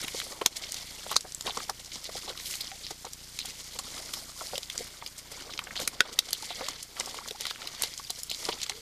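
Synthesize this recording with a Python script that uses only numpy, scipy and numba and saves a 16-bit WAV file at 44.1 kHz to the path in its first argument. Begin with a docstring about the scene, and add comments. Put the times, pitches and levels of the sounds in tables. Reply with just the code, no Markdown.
"""Deer step, lie down and roll in a muddy forest wallow, heard by a small fixed camera nearby.
Twigs and stalks snap and air pockets plop as volleys of damped rings; single gliding rings make singing
bubbles, short high droplet blips and one hollow pocket knock; pressed mud squelches in dense tiny rings.
Wet litter rustles as random ticks through resonances, over gurgling clusters of rings.
The camera adds a frame-rate buzz and hiss, ducks after loud sounds and clips the loudest snaps."""
import sys
import numpy as np
from scipy import signal
from scipy.fft import rfft, irfft
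from scipy.io import wavfile
from scipy.ndimage import uniform_filter1d
from numba import njit

SR = 44100
rng = np.random.default_rng(int(sys.argv[2]) if len(sys.argv) > 2 else 0)


def waveform_to_disk(signal):
    """Save audio, clipped to [-1, 1], as 16-bit WAV at the path in sys.argv[1]."""
    frames = np.transpose(np.atleast_2d(signal))
    scaled = np.clip(frames, -1, 1) * 32767
    samples = np.round(scaled).astype(np.int16)
    wavfile.write(sys.argv[1], SR, samples)


N = 388505
TOP_HZ = 14600  # upper edge of the camera's sound
LEAD_S = .05  # room before the peak of a burst
RISE_SHARE = .05  # longer breaks build longer, by this share of their decay


def undb(db):
    """Decibels to amplitude."""
    return 10 ** (np.asarray(db) / 20)


def unit(x):
    """Scale to rms 1."""
    return x / np.sqrt(np.mean(x ** 2))


def band(x, hz, width):
    """Resonant band-pass, gain 1 at the centre."""
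    b, a = signal.iirpeak(min(hz, .45 * SR), hz / width, fs=SR)
    return signal.lfilter(b, a, x)


@njit
def grains(n, start, hz, t60, size, rise, glide):
    """Damped rings that swell for rise cycles and slide in pitch by the share glide over their life."""
    y = np.zeros(n)
    for k in range(len(start)):
        life = int(t60[k] * SR) + 2
        step = np.exp(2j * np.pi * hz[k] / SR - np.log(1000.) / life)  # turn and decay per sample
        bend = np.exp(2j * np.pi * glide * hz[k] / SR / life)
        swell = np.exp(-hz[k] / (rise * SR))
        z, gate, first = size[k] + 0j, 1., int(start[k] * SR)
        for i in range(first, min(first + life, n)):
            z, step, gate = z * step, step * bend, gate * swell
            y[i] += z.imag * (1 - gate)
    return y


@njit
def follow(x, attack, release):
    """Level detector: quick up, slow down."""
    level, out = 0., np.empty(len(x))
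    for i in range(len(x)):
        level += (abs(x[i]) - level) * (attack if abs(x[i]) > level else release)
        out[i] = level
    return out


def burst(hz, rise_ms, t60_ms, spread, cycles, glide, count):
    """One break as a volley of short rings that builds, then dies away; peak 1, close to LEAD_S."""
    u, g = rng.random((count, 3)).T, rng.standard_normal(count)
    early = u[2] < .3
    ms = np.where(early, -1.5 * rise_ms, .6 * t60_ms) * u[0] ** 1.5
    db = np.where(early, 12 * ms / rise_ms, -60 * ms / t60_ms)
    pitch = np.clip(hz * np.exp(spread * g), 120, TOP_HZ)
    sign = np.sign(u[1] - .5)
    size = sign * undb(db) * pitch / hz  # long low rings start weaker, so the colour stays at hz
    start = np.maximum(LEAD_S + ms / 1000 - 1 / pitch, 0)
    y = grains(int(.2 * SR), start, pitch, cycles / pitch, size, 0.41, glide)
    return y / np.abs(y).max()


def add(out, s, y):
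    """Mix y into out from time s."""
    i = int(s * SR)
    y = y[max(-i, 0):len(out) - i]
    out[max(i, 0):max(i, 0) + len(y)] += y


def crackle(rate, scatter_db):
    """Clicks at random moments, rate a second on average, a few much larger than the rest."""
    clicks = (rng.random(N) < rate / SR) * rng.standard_normal(N)
    return clicks * undb(scatter_db * rng.exponential(size=N))


def flicker(rate, depth_db):
    """Gain that wanders rate times a second."""
    k = int(SR / rate)
    steps = np.repeat(rng.standard_normal(N // k + 1), k)[:N]
    return undb(depth_db * uniform_filter1d(steps, k))


# twigs and stalks breaking: start_s (of the peak) [s], level_db (peak of the ringing volley) [dB],
# pitch_hz (ring centre) [Hz], decay_ms (t60, at least 3 is used) [ms], crack_db (treble, re level) [dB]
BREAKING_TWIGS = [(0.015, -26, 4840, 8.8, 3.5), (0.082, -24, 2340, 42, 1), (0.2017, -19, 3100, 4.6, -7),
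                  (0.217, -24, 1850, 17, -20), (0.4162, -23.5, 2700, 35, -4), (0.462, 2, 4776, 10.6, -9),
                  (0.633, -34, 3520, 13, -3), (0.7214, -20.5, 7230, 7, 1), (0.744, -18, 5580, 12, -7),
                  (0.7685, -25.5, 4220, 29, -8), (0.909, -32, 5400, 11, -10), (1.116, -23.5, 4340, 68, 4.5),
                  (1.1284, -24, 4500, 18, -10), (1.1442, -29, 4240, 17, -19), (1.1594, -17, 5460, 23, -15),
                  (1.1663, 0, 5460, 23.6, -17), (1.209, -21, 5900, 13.6, -17), (1.3222, -27, 5450, 14, -17),
                  (1.348, -18, 6730, 3.9, -21), (1.4102, -22, 4600, 8.3, -6), (1.4233, -30, 5700, 16, -5),
                  (1.47, -21, 4270, 7.1, -1.5), (1.5733, -21, 5200, 24, -23), (1.698, -18, 4870, 23.5, -5),
                  (1.92, -28, 3600, 34, -18), (1.957, -27, 4400, 33, -23), (1.848, -29.5, 5050, 17, -8),
                  (2.043, -29.5, 4800, 17.5, 4), (2.191, -33, 4300, 10, -15), (2.46, -26.5, 4450, 10, -6),
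                  (2.3762, -26.5, 4320, 15, -6.5), (2.54, -24, 3530, 19, -13),
                  (2.5548, -23.5, 5500, 13.5, -1), (2.611, -25, 4370, 26, 3), (2.717, -28.5, 2410, 10, -24),
                  (2.84, -34, 4320, 18, -18), (2.867, -21, 3870, 8, -24), (3.052, -26.5, 4500, 50, -9),
                  (3.1339, -25, 5700, 24, -3), (3.3903, -16.5, 4320, 26, -8), (3.4048, -29, 3940, 80, -22),
                  (3.4578, -25.5, 5980, 14, 1), (3.7906, -18.5, 5330, 49, -14),
                  (4.1382, -20.5, 4520, 58, 0), (4.5568, -20.5, 3970, 30, -12),
                  (4.5804, -17.5, 4200, 13.7, -3), (4.632, -24.5, 4280, 17, -17),
                  (4.7007, -22, 3510, 12, -7), (4.779, -13.5, 5500, 7.1, -30),
                  (5.0639, -21.5, 3970, 21, -9), (5.0764, -26, 5440, 17, -23), (5.182, -28, 6400, 32, -13),
                  (5.5254, -35, 3640, 7.8, -7), (5.5378, -23, 3780, 21, -27),
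                  (5.5773, -21.5, 4200, 13, -28), (6.666, -30, 3300, 22, -20),
                  (5.5919, -16.5, 2560, 14, -8), (5.709, -27.5, 1750, 43, -26.5),
                  (5.64, -28.5, 6350, 11, -16), (5.758, -28, 2920, 35, -11), (5.672, -33, 1800, 22, -16),
                  (5.794, -25.5, 2300, 30, -20), (5.801, -22, 4270, 26.5, -1), (5.817, -24.5, 4100, 77, -5),
                  (5.853, -31, 4660, 15, -13), (5.8771, -9.5, 5460, 14.1, -3), (6.0068, 1, 2650, 8, -7),
                  (6.1908, -2.5, 4000, 12.9, -3), (6.3077, -27, 7900, 11, 7), (6.3315, -8, 4460, 6.7, -1),
                  (6.425, -24, 4530, 33, -21), (6.6868, -18, 5230, 22.6, -9), (6.829, -24, 6530, 27, -2.5),
                  (6.968, -32.5, 2360, 30, -15), (7.148, -43, 2250, 22, -25),
                  (6.9993, -15, 5170, 26.4, -21), (7.008, -19.5, 3700, 19.4, -16.5),
                  (7.06, -24.5, 6260, 17, -6), (7.286, -23, 4370, 37, -7), (7.3099, -22.5, 3500, 24, -8),
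                  (7.4094, -18.5, 4930, 6.1, -3.5), (7.4548, -18, 3070, 11.2, -8),
                  (7.468, -21, 3920, 16.6, -3), (7.485, -30, 3960, 11, -19), (7.509, -21.5, 3470, 30, -9),
                  (7.5596, -30, 2300, 13, -20), (7.619, -27.5, 3700, 20, -21), (7.674, -24, 3720, 15.3, -2),
                  (7.8223, -11.5, 6520, 7.3, 1.5), (7.8365, -16, 4360, 35, -3),
                  (7.978, -23.5, 5880, 16, -22), (8.1044, -17.5, 5260, 17.3, -0.5),
                  (8.234, -20, 6800, 9.1, -24), (8.3012, -22.5, 4100, 10, -1.5),
                  (8.3148, -15, 3700, 4.4, -12), (8.347, -20, 4530, 11, -18),
                  (8.453, -15.5, 4710, 14, -28.5), (8.49, -21.5, 3360, 23, -9),
                  (8.528, -22.5, 3400, 27, -28), (8.617, -19.5, 4160, 19, -25),
                  (8.633, -17, 5160, 46, -7.5), (8.641, -31, 2100, 21, -27), (8.72, -33, 2230, 40, -25),
                  (8.665, -23.5, 4050, 27, -15), (8.697, -15, 4600, 7.6, -9)]


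def snaps():
    """Fibres give way one after another: a ringing volley and a short treble crack."""
    out = np.zeros(N)
    for start_s, level_db, pitch_hz, decay_ms, crack_db in BREAKING_TWIGS:
        rise_ms = max(.8 + RISE_SHARE * decay_ms, .2)
        decay_ms = max(decay_ms, 3)
        body = burst(pitch_hz, rise_ms, decay_ms, spread=.24, cycles=12.8, glide=0.026, count=40)
        crack = burst(9000, 1.1 * rise_ms, decay_ms, spread=0.2, cycles=3.64, glide=0., count=60)
        add(out, start_s - LEAD_S, undb(level_db) * (body + undb(crack_db) * crack))
    return out


# air pockets bursting as hooves and flanks leave the mud: start_s (of the peak) [s],
# level_db (before the mix of three layers) [dB], pitch_hz [Hz], decay_ms (t60, at least 6 is used) [ms]
AIR_POCKETS = [(0.1474, -29.5, 515, 34), (0.268, -37, 480, 40), (.311, -38, 480, 30),
               (0.4168, -21, 980, 27), (.419, -28, 487, 35), (0.4634, -19, 990, 19), (.619, -40.5, 277, 27),
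               (1.066, -29, 620, 34), (1.116, -24, 950, 72), (1.1648, -17, 1120, 16),
               (1.125, -22, 1160, 25.7), (1.252, -31, 665, 69), (1.4618, -30.5, 556, 27),
               (1.4783, -29, 920, 54), (1.4974, -29.5, 780, 40), (1.574, -22, 830, 17.3),
               (1.6045, -26.5, 1200, 19), (1.697, -20.5, 852, 37), (1.961, -40, 300, 31),
               (2.281, -34, 644, 36), (2.0937, -30, 546, 19), (2.1551, -31.5, 480, 44),
               (2.303, -30.5, 570, 26), (2.909, -33.5, 690, 19), (3.05, -31, 795, 38),
               (3.0682, -30, 663, 5.6), (3.45, -34.5, 793, 29), (3.756, -41, 446, 36),
               (3.793, -34, 980, 29), (4.139, -33.5, 1440, 16), (4.17, -41, 860, 28), (4.41, -33, 1350, 28),
               (4.4187, -30, 730, 22.4), (4.5352, -27, 550, 73), (4.581, -29.5, 645, 9),
               (4.811, -30.5, 420, 43), (5.0249, -28.5, 830, 32.6), (5.496, -35, 1060, 31),
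               (5.5937, -29.5, 1180, 14), (5.621, -38, 1040, 40), (5.672, -34.5, 1150, 29),
               (5.8024, -31.5, 533, 35), (5.82, -35.5, 500, 55), (5.8776, -21, 1880, 15.7),
               (6.009, -20, 527, 13), (6.0574, -29, 1030, 35), (6.27, -39.5, 510, 40),
               (6.43, -33, 840, 27.6), (6.5082, -30.5, 680, 54), (6.6114, -23, 800, 33),
               (6.6864, -27.5, 1100, 10.4), (7.0062, -30, 958, 30), (7.009, -23, 2050, 20),
               (7.0751, -34, 720, 19), (7.1456, -31.5, 940, 17.4), (7.188, -27, 1060, 18),
               (7.3123, -35.5, 463, 35), (7.259, -37, 1110, 22), (7.455, -26, 1440, 9.7),
               (7.4684, -32, 945, 30), (7.5114, -28.5, 1150, 11.7), (7.659, -39, 910, 28),
               (7.816, -32, 910, 15), (7.838, -26.5, 604, 19), (7.9994, -34, 1030, 17),
               (8.103, -33.5, 675, 47), (8.316, -33.5, 443, 22.6), (8.43, -38.5, 1100, 18),
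               (8.665, -39, 1300, 14), (8.4905, -18, 930, 17), (8.492, -23.5, 440, 30),
               (8.53, -38, 905, 28), (8.7, -35, 830, 37)]


def plops():
    """A cavity breaks into many pockets: it rings at its pitch, in a near core and a wide, rough slurp."""
    out = np.zeros(N)
    for start_s, level_db, pitch_hz, decay_ms in AIR_POCKETS:
        rise_ms = max(1.48 + RISE_SHARE * decay_ms, .5)
        decay_ms = max(decay_ms, 6)
        cavity_cycles = .6 * pitch_hz * decay_ms / 1000
        cavity = burst(pitch_hz, rise_ms, .3 * decay_ms, spread=.04, cycles=cavity_cycles,
                       glide=.15, count=3)
        core = burst(pitch_hz, rise_ms, decay_ms, spread=0.17, cycles=7.8, glide=0.29, count=10)
        slurp = burst(pitch_hz, 1.59 * rise_ms, 1.8 * decay_ms, spread=0.51, cycles=10.7,
                      glide=0.3, count=40)
        plop = undb(-5.5) * cavity + undb(-2.5) * core + undb(-5.5) * slurp
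        add(out, start_s - LEAD_S, undb(level_db) * plop)
    return out


# single gliding rings (singing bubbles, short high droplet blips and one hollow pocket knock):
# start_s [s], level_db (before swell and decay) [dB], pitch_hz (at the start) [Hz],
# decay_s (t60) [s], swell_cycles [cycles], glide (pitch change over the decay) [share of the pitch]
SINGLE_RINGS = [(2.716, -36, 764, 0.065, 1.7, 0.1), (2.745, -52.5, 846, 0.073, 4, -3),
                (6.0058, -3.5, 1430, 0.031, 0.46, 0.2), (6.619, -33, 490, 0.17, 6.9, 1),
                (7.206, -24, 726, 0.052, 8.5, 2), (8.048, -27, 4730, 0.02, 5, .0),
                (8.069, -29, 3900, .018, 5, -0.5), (7.348, -32.5, 740, 0.05, 1.8, 1),
                (8.705, -43.5, 389, 0.27, 10, 0.7), (8.755, -39, 470, 0.2, 15, -0.2)]


def gliding_rings():
    """A bubble, droplet or pocket is one gliding ring; thick mud chokes it, so longer ones waver more."""
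    out = np.zeros(N)
    waver = flicker(90, depth_db=5)
    for start_s, level_db, pitch_hz, decay_s, swell_cycles, glide in np.array(SINGLE_RINGS):
        start, pitch, decay, size = np.array([[start_s], [pitch_hz], [decay_s], [undb(level_db)]])
        ring = grains(N, start, pitch, decay, size, swell_cycles, glide)
        out += waver ** min(decay_s / .1, 1) * ring
    return out


# mud pressed out under a hoof or flank: start_s [s], length_s [s], level_db (rms) [dB], pitch_hz [Hz]
PRESSED_MUD = [(1.464, 0.05, -36, 3500), (2.045, 0.031, -42, 4600), (2.277, .03, -39.5, 3900),
               (2.606, .016, -33.5, 4370), (8.097, 0.013, -35, 4170), (2.835, 0.053, -43.5, 4300),
               (3.396, 0.042, -41.5, 3930), (5.501, 0.031, -46, 3930), (5.759, 0.099, -40, 4040),
               (6.325, 0.038, -39.5, 4000), (6.494, .045, -44, 3850), (7.438, 0.067, -45.5, 3760),
               (8.295, 0.057, -38.5, 4050), (8.517, 0.02, -39, 3650), (8.617, 0.028, -38, 4220)]


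def squelches():
    """Pressed mud spits a dense run of tiny pockets near one pitch, then stops short."""
    out = np.zeros(N)
    for start_s, length_s, level_db, pitch_hz in PRESSED_MUD:
        u, g = rng.random(120), rng.standard_normal((120, 2)).T
        pitch = pitch_hz * np.exp(0.13 * g[0])
        size = undb(8.3 * g[1] - 4 * u)  # uneven pockets, weaker towards the end
        y = grains(int(.2 * SR), length_s * u, pitch, 22 / pitch, size, 0.77, 0.14)
        rms = np.sqrt(np.sum(y ** 2) / (length_s * SR))
        add(out, start_s, undb(level_db) * y / rms)
    return out


# steps and rolls through mud, grass and wet litter, levels before the layer trims in rustle():
# start_s (of the peak) [s], fade_s (to fall 10 dB, at least 0.01 is used) [s],
# gurgle_db [dB], stalks_db [dB], spray_db [dB]
STEPS_AND_ROLLS = [(0.03, 0.08, -42.5, -37.5, -40), (0.16, 0.12, -60, -36.5, -33.5),
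                   (0.33, 0.5, -50, -59.5, -65), (0.568, 0.01, -74, -34, -30), (0.64, -0.2, -58, -37, -53),
                   (0.73, 0.37, -55, -42, -43), (0.81, -3.5, -74, -55, -53), (0.92, 0.7, -62, -59, -48),
                   (1.1, 0.17, -48, -45, -43), (1.35, 0.5, -72, -62, -48), (1.476, 0.03, -34.5, -35, -37.5),
                   (1.59, .08, -45.5, -41.5, -39), (1.8, -0.84, -55, -45.5, -42.5),
                   (1.938, 0.22, -54, -46, -44.5), (2.06, 0, -52.5, -36, -44),
                   (2.167, 0.07, -51, -40.5, -39.5), (2.291, 0.07, -43, -43.5, -43),
                   (2.4, -0.33, -46, -39, -42), (2.51, 0.14, -52.5, -38.5, -35.5),
                   (2.65, 0.1, -53, -43.5, -46), (2.85, 0.07, -53.5, -47, -44.5),
                   (2.911, -0.0734, -38, -34.5, -32.5), (3.069, -0.04, -49, -43, -54),
                   (3.13, 0.2, -67, -56, -47.5), (3.402, -0.09, -46, -38, -57), (3.47, 0.07, -48, -40, -38),
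                   (3.62, 0.63, -58.5, -49, -45), (3.76, 0, -43.5, -47.5, -40),
                   (3.95, 0.19, -47.5, -44.5, -41.5), (4.16, 0.15, -48, -48, -39),
                   (4.409, 0.1, -49, -45, -37), (4.54, 0.15, -61, -49, -43.5),
                   (4.798, 0.2, -49.5, -43.5, -41), (5.019, -0.21, -47, -36, -54),
                   (5.19, -0.13, -50, -45, -36), (5.32, 0, -61, -47, -37), (5.39, 0.15, -48, -44.5, -47),
                   (5.52, 0.53, -52.5, -57, -77), (5.62, 0.28, -51.5, -55, -52),
                   (5.766, -0.05, -41, -35.5, -37.5), (5.82, 0.04, -43, -47, -37.5),
                   (6.06, 0.22, -44, -43.5, -52), (6.131, -0.1, -52, -36, -34),
                   (6.29, -0.09, -39, -34, -35), (6.35, 0.17, -54.5, -45, -43),
                   (6.45, 0.16, -56, -48, -41.5), (6.519, 0.13, -53, -38.5, -66),
                   (6.6, 0.05, -45, -45, -45), (6.69, 0.11, -49.5, -39, -44.5),
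                   (7.01, 0.1, -43.5, -42, -39), (7.15, 0.17, -47.5, -42, -43.5),
                   (7.279, -0.01, -39, -37, -33.5), (7.459, 0.09, -49.5, -38, -41.5),
                   (7.661, 0.13, -45, -43, -44.5), (7.75, -0.04, -47.5, -42, -41),
                   (7.828, 0.1, -49, -37.5, -40), (7.88, 0.1, -72, -62, -44),
                   (7.99, -0.42, -71, -45, -38.5), (8.12, 0.13, -65, -47, -42),
                   (8.19, -0.03, -49, -50, -37), (8.328, 0.15, -57, -56, -48),
                   (8.411, 0.16, -58, -43, -38.5), (8.49, 0.1, -43, -43, -56), (8.63, 0.3, -56, -47, -52),
                   (8.7, 0, -49, -36, -47)]
# quiet bed between movements, before the same trims: gurgle_db [dB], stalks_db [dB], spray_db [dB]
QUIET_BED = [-68, -57.5, -51]
SWELL_SHARE = 0.73  # a movement swells in this share of its fade


def moves():
    """Levels in dB of gurgle, stalks and spray: each movement swells and fades over a quiet bed."""
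    t = np.arange(0, N / SR + .01, .002)
    power = 0
    for start_s, fade_s, *levels_db in STEPS_AND_ROLLS:
        distance = np.where(t < start_s, (start_s - t) / SWELL_SHARE, t - start_s)
        lost_db = 10 * (distance / max(fade_s, .01))
        power = power + undb(np.array(levels_db)[:, None] - lost_db) ** 2
    level_db = 10 * np.log10(power + undb(QUIET_BED)[:, None] ** 2)
    return [np.interp(np.arange(N) / SR, t, db) for db in level_db]


def smacks(low_hz, span, cycles, scatter_db, spread_ms, count, size):
    """Small wet breaks at random moments, each a cluster of rings near its own pitch; rms 1."""
    u, v = rng.random((count, 3)).T, rng.random((count, size, 3))
    start = u[0, :, None] * N / SR + spread_ms / 1000 * v[..., 0] ** 2
    hz = low_hz * span ** u[1, :, None] * np.exp(.5 * (v[..., 1] - .5))
    smack_db = np.minimum(-scatter_db * np.log(u[2, :, None]), 7)  # few are large, none beyond a cap
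    db = smack_db - 3.9 * v[..., 0]
    gain = undb(db) * np.sqrt(hz / low_hz)  # short high rings carry as much energy as long low ones
    t60 = cycles * (0.37 + v[..., 2]) / hz
    return unit(grains(N, start.ravel(), hz.ravel(), t60.ravel(), gain.ravel(), 0.3, 0.26))


def gurgle():
    """Bubbles in the mud: a froth of single rings and clusters of longer ones."""
    froth = smacks(210.7, 9.3, cycles=7.3, scatter_db=4.5, spread_ms=3.05, count=5000, size=1)
    clusters = smacks(428.3, 4.45, cycles=35.4, scatter_db=4.0, spread_ms=14, count=800, size=3)
    return undb(-5) * froth + undb(-5.5) * clusters


def ringing_ticks(modes, shared, fine_db):
    """Dense ticks of stalks or droplets ring resonances, each with its own ticks besides the shared."""
    layer = 0
    for pitch_hz, width_hz, level_db in modes:
        own = crackle(2500, scatter_db=2.0) * flicker(60, depth_db=1.5) * flicker(13, depth_db=1.0)
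        ring = unit(band(band(shared + own, pitch_hz, width_hz), pitch_hz, width_hz))
        treble_db = fine_db * max(np.log2(pitch_hz / 6500), 0)
        layer = layer + undb(level_db + treble_db) * ring
    return layer


def swish():
    """One bright sweep through dry grass tips: a bell-shaped swell of high band noise."""
    swell = np.exp(-((np.arange(N) / SR - 2.5) / 0.083) ** 2)
    return undb(-43) * swell * unit(band(rng.standard_normal(N), 11000, 6000))


# where brushed stalks ring at the camera's port: pitch_hz [Hz], width_hz (of each of two passes) [Hz],
# level_db (within the layer) [dB]
STALK_RINGS = [(2140, 780, -2.5), (3490, 830, 0), (4540, 700, -1.5)]
# where fine spray rings there: pitch_hz [Hz], width_hz (of each of two passes) [Hz],
# level_db (within the layer, before the treble opens) [dB]
SPRAY_RINGS = [(5150, 2200, 0.5), (6720, 2800, -1.5), (8830, 4400, -4.5), (12000, 1200, -14)]


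def rustle():
    """Gurgle, wet smacks, and ticks of stalks and droplets follow the movements and surge together."""
    gurgle_db, stalks_db, spray_db = moves()
    shared, surge = crackle(1500, scatter_db=2.0), flicker(60, depth_db=2.5)
    stalk_smacks = smacks(3000, 1.9, cycles=20, scatter_db=3.5, spread_ms=3.0, count=1600, size=4)
    spray_smacks = smacks(4460, 2.22, cycles=32.0, scatter_db=3.5, spread_ms=5.0, count=1300, size=9)
    fine_db = .5 * (spray_db - stalks_db)  # where spray outweighs stalks the top octave opens
    out = undb(gurgle_db) * gurgle()
    out += undb(stalks_db - 5) * stalk_smacks
    out += undb(spray_db - 12.5) * spray_smacks
    out += undb(stalks_db - 8.5) * ringing_ticks(STALK_RINGS, shared, fine_db)
    out += undb(spray_db - 7) * ringing_ticks(SPRAY_RINGS, shared, fine_db)
    return surge * (out + swish())


def buzz():
    """Supply current switches on and off once a frame and leaks in as a down and an up spike."""
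    frame_hz, load_on_s, load_off_s = 29.97, .0099, .0202
    t = np.arange(N) / SR
    spikes = 0
    for at, sign in ((load_on_s, -1), (load_off_s, .88)):
        since = (t - at) % (1 / frame_hz)
        spikes = spikes + sign * (np.exp(-since / 0.0014) - np.exp(-since / 0.0005))
    level_db = -37.5 - 2.5 * (t > 6.2)  # the buzz is weaker from 6.2 s on
    return undb(level_db) * spikes * flicker(36, depth_db=2.5)


# colour of the camera's steady hiss: pitch_hz [Hz], level_db (relative density per Hz) [dB]
HISS_COLOUR = [(59, -23), (100, 9.5), (137, 9), (188, -8.5), (1530, 1.5), (5260, 0.5), (13000, -7),
               (14100, 2), (15000, -50)]


def hiss():
    """Noise shaped along the colour curve, at a steady rms of -56 dB."""
    pitch_hz, level_db = np.transpose(HISS_COLOUR)
    f = np.arange(N // 2 + 1) * SR / N + 1
    colour = undb(np.interp(np.log(f), np.log(pitch_hz), level_db))
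    return undb(-56) * unit(irfft(rfft(rng.standard_normal(N)) * colour, N))


def trunk_scatter(hits):
    """Trunks scatter the hits: a short decaying noise tail of unit energy."""
    t = np.arange(int(.15 * SR)) / SR
    trunks = rng.standard_normal(len(t)) * undb(-60 * t / 0.056) * (t > .002)
    return signal.fftconvolve(hits, trunks / np.sqrt(np.sum(trunks ** 2)))[:N]


def ground_bounce(near):
    """The ground path arrives just after the direct sound and hollows 1.6 and 2.6 kHz."""
    lag_s = .00096
    late = np.concatenate([np.zeros(int(lag_s * SR)), near])[:N]
    return 0.19 * band(late, 2250, 1600)


def scene():
    """Sources, a short scatter from trunks, a bounce off the ground, and the camera's own noise."""
    hits = snaps() + plops() + gliding_rings() + squelches()
    near = hits + undb(-12) * trunk_scatter(hits) + rustle()
    return (near + ground_bounce(near) + buzz() + hiss())[None]


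def record(dry):
    """Gain control ducks after loud sounds, the converter clips, the top is cut."""
    attack_s, release_s, threshold_db = 0.0083, .15, -26.5
    loud = follow(dry[0], 1 / (attack_s * SR), 1 / (release_s * SR))
    gain = np.minimum(1, (undb(threshold_db) / (loud + 1e-9)) ** 0.65)
    clipped = np.clip(dry * gain, -.48, .48)
    return signal.sosfilt(signal.ellip(8, .2, 60, TOP_HZ, fs=SR, output="sos"), clipped)


dry = scene()
out = record(dry)
waveform_to_disk(out)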